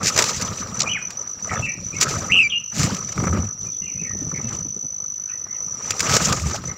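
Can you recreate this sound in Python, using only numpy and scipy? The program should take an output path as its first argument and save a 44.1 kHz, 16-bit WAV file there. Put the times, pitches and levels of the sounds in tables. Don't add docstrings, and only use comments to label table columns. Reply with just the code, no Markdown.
import sys
import numpy as np
from scipy import signal
from scipy.fft import rfft, irfft, next_fast_len
from scipy.io import wavfile
from scipy.ndimage import uniform_filter1d

SR = 44100
rng = np.random.default_rng(int(sys.argv[2]) if len(sys.argv) > 2 else 0)


def digitize_waveform(pressure):
    field = np.atleast_2d(pressure).T
    bounded = np.clip(field, -1, 1)
    quanta = np.round(bounded * 32767).astype(np.int16)
    wavfile.write(sys.argv[1], SR, quanta)


N = 298557

# (frequency [Hz], level [dB])
SPRAY_TREBLE = [(1400, -12.5), (2500, -8), (3400, -13.5), (6050, -1.5), (7290, -6.5), (9870, -29.5),
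                (14300, -27.5), (15700, -33)]
# (frequency [Hz], level [dB])
SPRAY_BODY = [(200, -6), (340, -6), (480, -0.5), (780, -8.5), (1270, -2.5), (1500, -8.5), (2300, -14),
              (3500, -50)]


def undb(db):
    return 10 ** (np.asarray(db) / 20)


def level(x, db):
    return x * undb(db) / np.sqrt(np.mean(x ** 2))


def colour(x, points):
    size = next_fast_len(N + SR)
    hz, db = np.transpose(points)
    f = np.arange(size // 2 + 1) * SR / size + 1
    gain = undb(np.interp(np.log(f), np.log(hz), db, left=-90))
    return irfft(rfft(x, size) * gain, size)[:N]


def ring(x, hz, width):
    return signal.lfilter(*signal.iirpeak(hz, hz / width, SR), x)


def walk(rate):
    k = int(SR / rate)
    steps = np.repeat(rng.standard_normal(N // k + 1), k)
    return 1.3 * uniform_filter1d(uniform_filter1d(steps, k), k)[:N]


def patter(per_s, spread_db, tail_s):
    hits = (rng.random(N) < per_s / SR) * undb(spread_db * rng.exponential(size=N))
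    swell = signal.lfilter([1], [1, -np.exp(-1 / (tail_s * SR))], hits)
    return swell * rng.standard_normal(N)


def bubbles(per_s, low_hz, high_hz, cycles):
    hz = np.geomspace(low_hz, high_hz, 80)[:, None]
    turns = hz * np.arange(1000) / SR
    tones = np.sin(2 * np.pi * turns * (1 + 0.083 * turns / cycles))
    kinds = tones * turns * np.exp(-3 * turns / cycles)
    out = np.zeros(N + kinds.shape[1])
    for when, pitch, size in rng.random((int(per_s * N / SR), 3)):
        grain = kinds[int(pitch * len(kinds))]
        i = int(when * N)
        out[i:i + len(grain)] += 10 ** -size * grain
    return out[:N]


def patchy(x, depth_db, rate):
    out = x
    for hz in 400 * 2 ** np.arange(0, 4.6, .5):
        change = undb(depth_db * (walk(rate) - .3)) - 1
        out = out + change * ring(x, hz, hz / 3)
    return out


def spray(treble_db, body_db):
    bright = level(colour(patter(1400, 2.26, 0.0056), SPRAY_TREBLE), 6.76)
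    bright = bright + level(bubbles(500, 2496, 7140, cycles=14), -5.5)
    dull = level(colour(patter(600, 3.8, 0.0094), SPRAY_BODY), -2.44)
    dull = dull + level(bubbles(350, 457.2, 2755, cycles=8.4), -7.0)
    wet = bright * undb(treble_db + 1.5 * walk(40)) + dull * undb(body_db + 1.4 * walk(19))
    return patchy(wet, depth_db=3, rate=80)


def bouts():
    # (full from [s], full to [s], rise [s], fall [s],
    # spray treble [dB], spray body [dB], air on the microphone [dB])
    bout_table = [(0, 0.054, .05, 0.055, -49, -33, -26), (0.074, 0.488, .1, 0.36, -40, -34, -32),
                  (0.188, 0.19, 0.032, 0.16, -22.5, -19.5, -42),
                  (0.403, 0.44, 0.033, 0.9, -46.5, -34.5, -31.5), (0.806, 0.832, 0.066, 0.2, -45, -31, -32),
                  (1.1, 1.303, 0.12, 0.076, -60.5, -47.5, -57.5), (1.54, 1.61, 0.19, 0.15, -46, -34.5, -30),
                  (2.021, 2.137, 0.079, 0.38, -40.5, -27.5, -34),
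                  (2.094, 2.39, 0.59, 0.21, -48.5, -52, -30.5),
                  (2.787, 2.857, 0.061, 0.23, -34, -24.5, -21), (2.914, 3.1, 0.045, 0.34, -49, -43, -53),
                  (3.187, 3.39, 0.085, 0.14, -45.5, -32, -23),
                  (3.612, 3.683, 0.033, 0.062, -58.5, -48.5, -41.5),
                  (4.17, 4.6, 0.63, 0.25, -59.5, -52.5, -34.5), (4.504, 4.54, 0.14, 0.15, -48, -38, -41.5),
                  (5.669, 5.818, 0.37, 0.13, -67, -48, -47), (5.87, 6.01, 0.17, 0.12, -44.5, -40, -42),
                  (6.1, 6.555, 0.13, 0.1, -37.5, -32, -28), (6.162, 6.168, 0.14, 0.015, -20, -16.5, -22.5),
                  (6.21, 6.333, 0.05, 0.029, -27, -24, -24.5), (6.45, 6.4, 0.064, 0.093, -54, -37, -27),
                  (6.65, 6.7, 0.074, 0.17, -51.5, -40, -34)]
    # (treble [dB], body [dB], air [dB])
    calm_db = (-67.5, -57, -53)
    slope_db = 20
    t = np.arange(0, N, 64) / SR
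    power = undb(calm_db)[:, None] ** 2
    for start, end, rise, fall, *db in bout_table:
        away = np.maximum((start - t) / rise, (t - end) / fall).clip(0)
        power = power + undb(np.array(db)[:, None] - slope_db * away) ** 2
    return [np.interp(np.arange(N) / SR, t, 10 * np.log10(p)) for p in power]


def slaps():
    # (time [s], swell level [dB], body against treble [dB])
    slap_table = [(0.03, -21, -12), (0.069, -9.5, -21), (0.079, -9, -8), (0.162, -12, 6.5),
                  (0.176, -5.5, 3), (0.188, -2.5, 4), (0.1933, -10, 8), (0.222, -5, -11), (.204, -23, -7),
                  (0.215, -19, -8), (0.24, -8, -7), (0.412, -15.5, -1), (0.421, -13, -28.5),
                  (.475, -26, -8), (0.607, -27, -16), (.671, -35.5, -1), (0.793, -18, -17),
                  (1.1047, -23.5, -6), (2.0109, -3.5, -33.5), (2.019, -15.5, -15), (2.027, -8, -6),
                  (2.7933, -12, -8), (2.814, -16, 11), (2.8304, -9.5, -27), (2.9453, -19.5, -15),
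                  (2.9652, -24, -9), (3.088, -28, 7), (3.124, -27, 6), (3.177, -31, 27), (3.2, -38, 30),
                  (3.237, -33, 29), (3.27, -33, 31), (3.278, -33, 29), (3.327, -38, 31), (3.373, -39, 32),
                  (3.429, -45, 31), (5.465, -52.5, 29.5), (5.9059, -9, -4.5), (5.993, -13.5, -8),
                  (6.004, -6, -23), (6.065, -19.5, 4), (6.094, -15, 6), (6.166, -2.5, 7.5),
                  (6.266, -18, -20), (6.284, -18, -20), (6.3253, -7.5, -1), (6.376, -24, 0),
                  (6.497, -27, 12), (6.512, -28, 12), (6.638, -32, 20)]
    treble, body = np.zeros(N), np.zeros(N)
    t = np.arange(1600) / SR
    shape = t / .002 * np.exp(1 - t / .002) + undb(-17) * np.exp(-t / .012)
    for s, db, body_db in slap_table:
        i = int(s * SR)
        treble[i:i + len(t)] += undb(db) * shape
        body[i:i + len(t)] += undb(db + body_db) * shape
    noise = rng.standard_normal(N)
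    bright = treble * level(colour(noise, SPRAY_TREBLE), -5.5)
    dull = body * level(colour(noise, SPRAY_BODY), -18.0)
    return bright + dull


def claps():
    # (time of the crest [s], swell level [dB])
    clap_table = [(.8062, -6), (.82, -9.5), (.833, -18.5)]
    width_s, low_hz, high_hz = 0.0034, 2400, 7450
    t = np.arange(N) / SR
    swell = sum(undb(db) * np.exp(-((t - s) / width_s) ** 2) for s, db in clap_table)
    burst = swell * level(colour(rng.standard_normal(N), SPRAY_TREBLE), -4.0)
    band = signal.butter(6, [low_hz, high_hz], "band", fs=SR, output="sos")
    return signal.sosfilt(band, burst) + undb(-14) * burst


def swishes():
    # (start [s], end [s], level [dB])
    swish_table = [(0.026, 0.11, -17.5), (1.998, 2.049, -16), (2.067, 2.148, -25.5), (2.728, 2.88, -22.5),
                   (6.085, 6.186, -18), (6.535, 6.577, -29)]
    t, swell = np.arange(N) / SR, np.zeros(N)
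    for start, end, db in swish_table:
        share = np.clip((t - start) / (end - start), 0, 1)
        swell += undb(db) * np.sin(np.pi * share ** 1.36) ** 0.76
    return swell * level(colour(patter(1300, 1.1, 0.0025), SPRAY_TREBLE), 0)


def drops():
    # (time [s], starting pitch [Hz], level [dB])
    drop_table = [(.207, 1200, -18), (.277, 700, -28), (0.293, 1250, -21.5), (1.478, 590, -28.5),
                  (1.595, 567, -25), (2.059, 1260, -19), (2.069, 1250, -20), (2.082, 1260, -18),
                  (2.898, 890, -23.5), (5.92, 2120, -20), (6.2, 2150, -18), (6.214, 2200, -19),
                  (6.398, 2050, -20), (6.543, 1240, -24)]
    cycles, glide = 4, 0.12
    out = np.zeros(N)
    for s, hz, db in drop_table:
        age = hz * np.arange(1500) / SR / cycles
        tone = np.sin(2 * np.pi * cycles * age * (1 + glide * age))
        fade = 3 * age * np.exp(1 - 3 * age)
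        out[int(s * SR):][:len(age)] += undb(db) * fade * tone
    return out


def air(drive_db):
    # (frequency [Hz], level [dB])
    air_colour = [(20, -39), (50, -10), (104, 1.5), (209, -2), (350, -22.5), (560, -17.5), (900, -60)]
    heaves = level(colour(patter(200, 0.97, 0.011), air_colour), 0.76)
    small = ring(ring(patter(90, 1.6, .006), 280, 260), 280, 260)
    bumps = level(small, -13) * undb(2.2 * walk(6))
    return (heaves + bumps) * undb(drive_db)


def thumps():
    # (time [s], level [dB] ahead of the swell shape and noise)
    thump_table = [(0.029, -20), (3.169, -16.5), (3.223, -7), (3.269, -14), (3.33, -12), (3.364, -7),
                   (3.419, -21), (4.012, -21), (4.146, -22), (4.215, -18), (4.265, -18.5), (4.326, -19),
                   (4.385, -19.5), (4.44, -19.5), (4.65, -23.5), (4.761, -24), (4.837, -25.5), (6.413, -27),
                   (6.489, -22)]
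    pushes, t = np.zeros(N), np.arange(2000) / SR
    for s, db in thump_table:
        pushes[int(s * SR)] = undb(db)
    swell = signal.fftconvolve(pushes, t / 0.0091 * np.exp(1 - t / 0.0074))[:N]
    return swell * level(ring(ring(rng.standard_normal(N), 170, 160), 170, 160), -7.0)


def throbs():
    # (start [s], end [s], mean pitch [Hz], level [dB])
    throb_table = [(0.03, 0.052, 150, -21.5), (2.784, 2.89, 94.7, -27.5), (3.146, 3.501, 91.8, -18.5),
                   (4.42, 4.499, 124.8, -29), (6.395, 6.524, 75, -17)]
    pitch_wobble = .12
    t, out = np.arange(N) / SR, np.zeros(N)
    wobble, swell = walk(35), undb(2.3 * walk(30))
    for start, end, hz, db in throb_table:
        phase = 2 * np.pi * hz * np.cumsum(1 + pitch_wobble * wobble) / SR
        share = np.clip((t - start) / (end - start), 0, 1)
        arch = np.abs(np.sin(np.pi * share)) ** 0.8
        out += undb(db) * arch * (np.cos(phase) + undb(-6.5) * np.cos(2 * phase))
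    return out * swell


def birds():
    # (trill rate [Hz], rasp [0-1], rows of
    # (time [s], pitch [Hz], level [dB], trill depth [0-1]))
    near_songs = [ (91.3, 0.16, [(.856, 2430, -36, 0), (.877, 2420, -21, 0), (.885, 2450, -25, 0),
                  (.897, 3030, -22, 0.1), (.906, 2960, -28, .1), (.913, 2880, -24, .1),
                  (.917, 3045, -20, 0.2), (.931, 2970, -22, 0.1), (.936, 2404, -24, 0.14),
                  (.944, 2410, -28, .2), (.952, 2540, -19.5, 0), (.958, 2255, -23, .1),
                  (.965, 2080, -21, 0.06), (.988, 1240, -37, 0)]), (95, 0.12, [(1.622, 2653, -28, 0.3),
                  (1.655, 2670, -20.5, .05), (1.665, 2370, -29.5, 0.6), (1.712, 2322, -24.5, 0)]),
                  (91.7, 0.17, [(2.297, 2070, -24, 1), (2.31, 2055, -21, 0.5), (2.321, 2770, -9.5, 0.9),
                  (2.374, 2783, -7, 0.87), (2.382, 2877, -7.5, 0), (2.393, 2619, -2.5, 0),
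                  (2.414, 2790, -5.5, 0.06)]), (150, 0.078, [(2.41, 2570, -5, 0.6),
                  (2.428, 2585, -8.5, 0.4), (2.44, 2360, -11, 0), (2.478, 2327, -13, 0.05)]),
                  (188, 0.097, [(2.497, 3360, -27.5, 0.2), (2.506, 3200, -20.5, 0.6),
                  (2.517, 3160, -23.5, .6), (2.524, 2840, -12.5, 0.65), (2.551, 2808, -16.5, 0.3),
                  (2.577, 2833, -12.5, 0.15), (2.59, 2830, -28.5, .1)]), ]
    out, rasp_noise = np.zeros((2, N)), walk(800)
    for trill_hz, rasp, rows in near_songs + far_notes():
        s, *columns = np.transpose(rows)
        span = slice(int(s[0] * SR), int(s[-1] * SR))
        t = np.arange(N)[span] / SR
        hz, db, depth = (np.interp(t, s, c) for c in columns)
        shake = rasp_noise[span]
        beat = (t - s[0]) * trill_hz % 1
        humps = np.sin(np.pi * beat) * (1.15 - .7 * np.cos(4 * np.pi * beat)) * (1.4 - .8 * beat)
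        bent_hz = hz + 520 * depth * (beat - .5) + 250 * rasp * shake[::-1]
        phase = 2 * np.pi * np.cumsum(bent_hz) / SR
        fade = np.clip(np.minimum(t - s[0], s[-1] - t) / .004, 0, 1)
        effort = np.clip((db + 16) / 5, 0, 1)
        throat = .03 + np.exp(-((hz - 2380) / 170) ** 2)
        harmonics = undb(-17.5) * np.sin(2 * phase) + undb(-26.5) * np.sin(3 * phase)
        voiced = (1 - depth + depth * humps) * (1 - rasp + rasp * shake)
        tone = np.sin(phase) + effort * throat * harmonics
        note = np.sqrt(2) * undb(db) * voiced * fade * tone
        scatter = undb(-1.1 * max(db.max() + 18.0, 0))
        out[:, span] += note * np.array([[1], [scatter]])
    return out


def far_notes():
    # (start [s], length [s], first pitch [Hz], last pitch [Hz], peak level [dB], rasp [0-1])
    far_table = [(1.663, 0.062, 1920, 1915, -36.5, 0.04), (1.926, 0.036, 2355, 2570, -34, 0.17),
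                 (1.948, 0.041, 2160, 2220, -33.5, 0.1), (3.659, 0.046, 2444, 2400, -48, 0.1),
                 (3.722, 0.069, 3490, 3230, -53.5, .5), (3.812, .05, 2080, 2060, -50, 0.14),
                 (3.817, 0.092, 2810, 2720, -41.5, 0.27), (3.863, 0.05, 2530, 2250, -39.5, 0.33),
                 (3.909, 0.091, 2230, 2160, -51.5, 0.4), (3.984, 0.034, 2494, 2642, -37.5, 0.03),
                 (4.016, 0.07, 2287, 2240, -38.5, 0.56), (4.066, 0.081, 1910, 1840, -38.5, 0.15),
                 (4.19, 0.056, 1850, 1820, -52.5, 0.1), (4.336, 0.066, 2205, 2090, -34, .55),
                 (4.432, 0.075, 2664, 2610, -48, 0.05), (5.262, 0.07, 1460, 1450, -46, 0.57),
                 (5.287, 0.04, 2590, 2541, -42, 0.42), (5.306, 0.069, 1930, 1886, -46.5, 0.3),
                 (5.448, 0.052, 1880, 1930, -49, .5), (5.474, 0.088, 2030, 2164, -47, 0.3),
                 (5.526, 0.048, 3200, 2690, -50, .5), (5.55, 0.042, 1920, 1930, -52, 0),
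                 (6.68, 0.04, 2104, 2030, -37, 0.2)]
    trill_hz, trill_depth = 89.7, 0.19
    shape = [(0, -3), (0.58, 0), (1, -4)]  # (share of the length, dB against the peak)
    songs = []
    for s, length, hz, last_hz, db, rasp in far_table:
        rows = [(s + share * length, hz + share * (last_hz - hz), db + drop_db, trill_depth)
                for share, drop_db in shape]
        songs.append((trill_hz, rasp, rows))
    return songs


def chatter():
    # (first pip [s], pips [count, rounded], first pitch [Hz], last pitch [Hz],
    # first level [dB], last level [dB])
    strand_table = [(1.496, 5.9, 2000, 1760, -26, -25), (1.509, 4.4, 2300, 2100, -28, -25),
                    (1.517, 5, 1290, 1270, -29, -21.5), (1.531, 2.2, 740, 730, -21, -21),
                    (1.532, 4.9, 2630, 2690, -39.5, -36), (1.57, 3.9, 3500, 3400, -38, -40.5)]
    pips_hz = 66
    out = np.zeros(N)
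    t = np.arange(-500, 500) / SR
    for start, count, hz, last_hz, db, last_db in strand_table:
        for k, chance in enumerate(rng.standard_normal(int(round(count)))):
            share = k / (count - 1)
            i = int((start + k / pips_hz + .001 * chance) * SR) - len(t) // 2
            pitch = hz + share * (last_hz - hz)
            pip = np.exp(-(t / 0.004) ** 2) * np.sin(2 * np.pi * pitch * t * (1 + 3 * chance * t))
            out[i:i + len(t)] += undb(db + share * (last_db - db) + 1.5 * chance) * pip
    return out * (1 + .6 * walk(900))


def insect():
    # (first stroke [s], strokes [count], first delayed stroke [index from 0; 0 for none])
    burst_table = [(0.032, 2, 0), (0.124, 3, 0), (0.259, 2, 0), (0.315, 3, 0), (0.431, 4, 0), (0.576, 4, 0),
                   (0.746, 3, 1), (.878, 4, 0), (1.027, 3, 1), (1.175, 3, 0), (1.276, 4, 0), (1.427, 3, 2),
                   (1.557, 3, 0), (1.694, 3, 1), (1.848, 4, 0), (1.968, 2, 0), (2.11, 6, 0), (2.246, 6, 0),
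                   (2.432, 4, 2), (2.562, 3, 0), (2.642, 5, 0), (2.853, 3, 0), (2.95, 8, 6), (3.123, 1, 0),
                   (3.193, 2, 1), (3.254, 5, 0), (3.405, 7, 3), (3.592, 6, 0), (3.702, 5, 2),
                   (3.802, 13, 0), (4.05, 5, 2), (4.151, 9, 7), (4.343, 2, 0), (4.377, 3, 0),
                   (4.445, 14, 1), (4.727, 5, 3), (4.828, 32, 31), (5.511, 2, 0), (5.548, 9, 8),
                   (5.725, 2, 0), (5.826, 2, 0), (5.859, 3, 0), (5.984, 1, 0), (6.03, 3, 0), (6.2, 1, 0),
                   (6.247, 3, 0), (6.47, 1, 0), (6.514, 2, 0), (6.657, 4, 0)]
    tone_hz, strokes_hz = 6027, 51.0
    stroke_db, late_s = -22, 0.0075
    stumble_db = 6
    strokes = np.zeros(N + SR, complex)
    for start, count, late in burst_table:
        chance = rng.standard_normal((count, 3))
        k = np.arange(count)
        delay = late_s * ((k >= late) & (late > 0))
        at = start + k / strokes_hz + delay + 0.00015 * chance[:, 0]
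        size = undb(stroke_db + chance[:, 1]) * np.exp(1j * np.pi * chance[:, 2])
        weak_db = -12 + 2.5 * chance[:, 0] + stumble_db * (k == late - 1)
        strokes[(at * SR).astype(int)] += size
        strokes[((at + .5 / strokes_hz) * SR).astype(int)] += size * undb(weak_db)
    t = np.arange(-400, 800) / SR
    swell = np.exp(-(t / 0.0031) ** 2) + undb(-7) * np.exp(-((t - .004) / 0.002) ** 2)
    sag_hz = -130 * np.tanh(t / 0.0072)
    shape = swell * np.exp(2j * np.pi * np.cumsum(sag_hz) / SR)
    slow = signal.fftconvolve(strokes, shape)[400:400 + N]
    rough = 1 + 0.14 * walk(600)
    tone = slow * rough * np.exp(2j * np.pi * tone_hz * np.arange(N) / SR)
    band = ring(ring(ring(rng.standard_normal(N), 5820, 420), 5820, 420), 5820, 420)
    chorus = level(band * undb(2.0 * walk(2.2)), -37.5)
    hiss = ring(ring(rng.standard_normal(N), 12150, 850), 12150, 850)
    octave = level(hiss * (np.abs(slow) + .04), -67)
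    return undb(1) * tone.real + octave + chorus


def echoes(x):
    fade_s, echo_db = .33, -9
    leaf_smear, leaf_hz = .95, 450
    t = np.arange(SR // 2) / SR
    fade = np.exp(-np.log(1000) * t / fade_s) * np.clip(t / 0.011, 0, 1)
    tail = rng.standard_normal(len(t)) * fade
    tail = tail / np.sqrt(np.sum(tail ** 2))
    rough = x * (1 + leaf_smear * walk(leaf_hz))
    return undb(echo_db) * signal.fftconvolve(rough, tail)[:N]


def hillside():
    # (frequency [Hz], level [dB])
    hill_colour = [(40, -12), (160, 2), (370, -13.5), (880, -20.5), (1500, -27), (2040, -13.5),
                   (5000, -14.5), (6600, -28), (8500, -41), (10500, -63), (15700, -47)]
    return level(colour(rng.standard_normal(N), hill_colour), -59.5) * undb(0.53 * walk(4.1))


def scene():
    treble_db, body_db, air_db = bouts()
    bath = spray(treble_db, body_db) + slaps() + claps() + swishes() + drops()
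    wing_air = air(air_db) + thumps() + throbs()
    direct, scattered = birds()
    calls = direct + chatter() + echoes(scattered)
    return (bath + wing_air + calls + insect() + hillside())[None]


def record(dry):
    # (frequency [Hz], width [Hz], added level [dB])
    hollows = [(1204, 45, -2), (1280, 40, 4), (7170, 334, -2.5)]
    knee_db, squeeze, follow_s = -21, 0.26, 0.14
    top_hz = 15750
    heard = dry + sum(undb(db) * ring(dry, hz, width) for hz, width, db in hollows)
    keep = np.exp(-1 / (follow_s * SR))
    power = signal.lfilter([1 - keep], [1, -keep], heard ** 2)
    heard = heard * (1 + power / undb(knee_db) ** 2) ** -squeeze
    rounded = np.tanh(.8 * heard) / .8
    return signal.sosfilt(signal.ellip(10, .2, 80, top_hz, fs=SR, output="sos"), rounded)


dry = scene()
out = record(dry)
digitize_waveform(out)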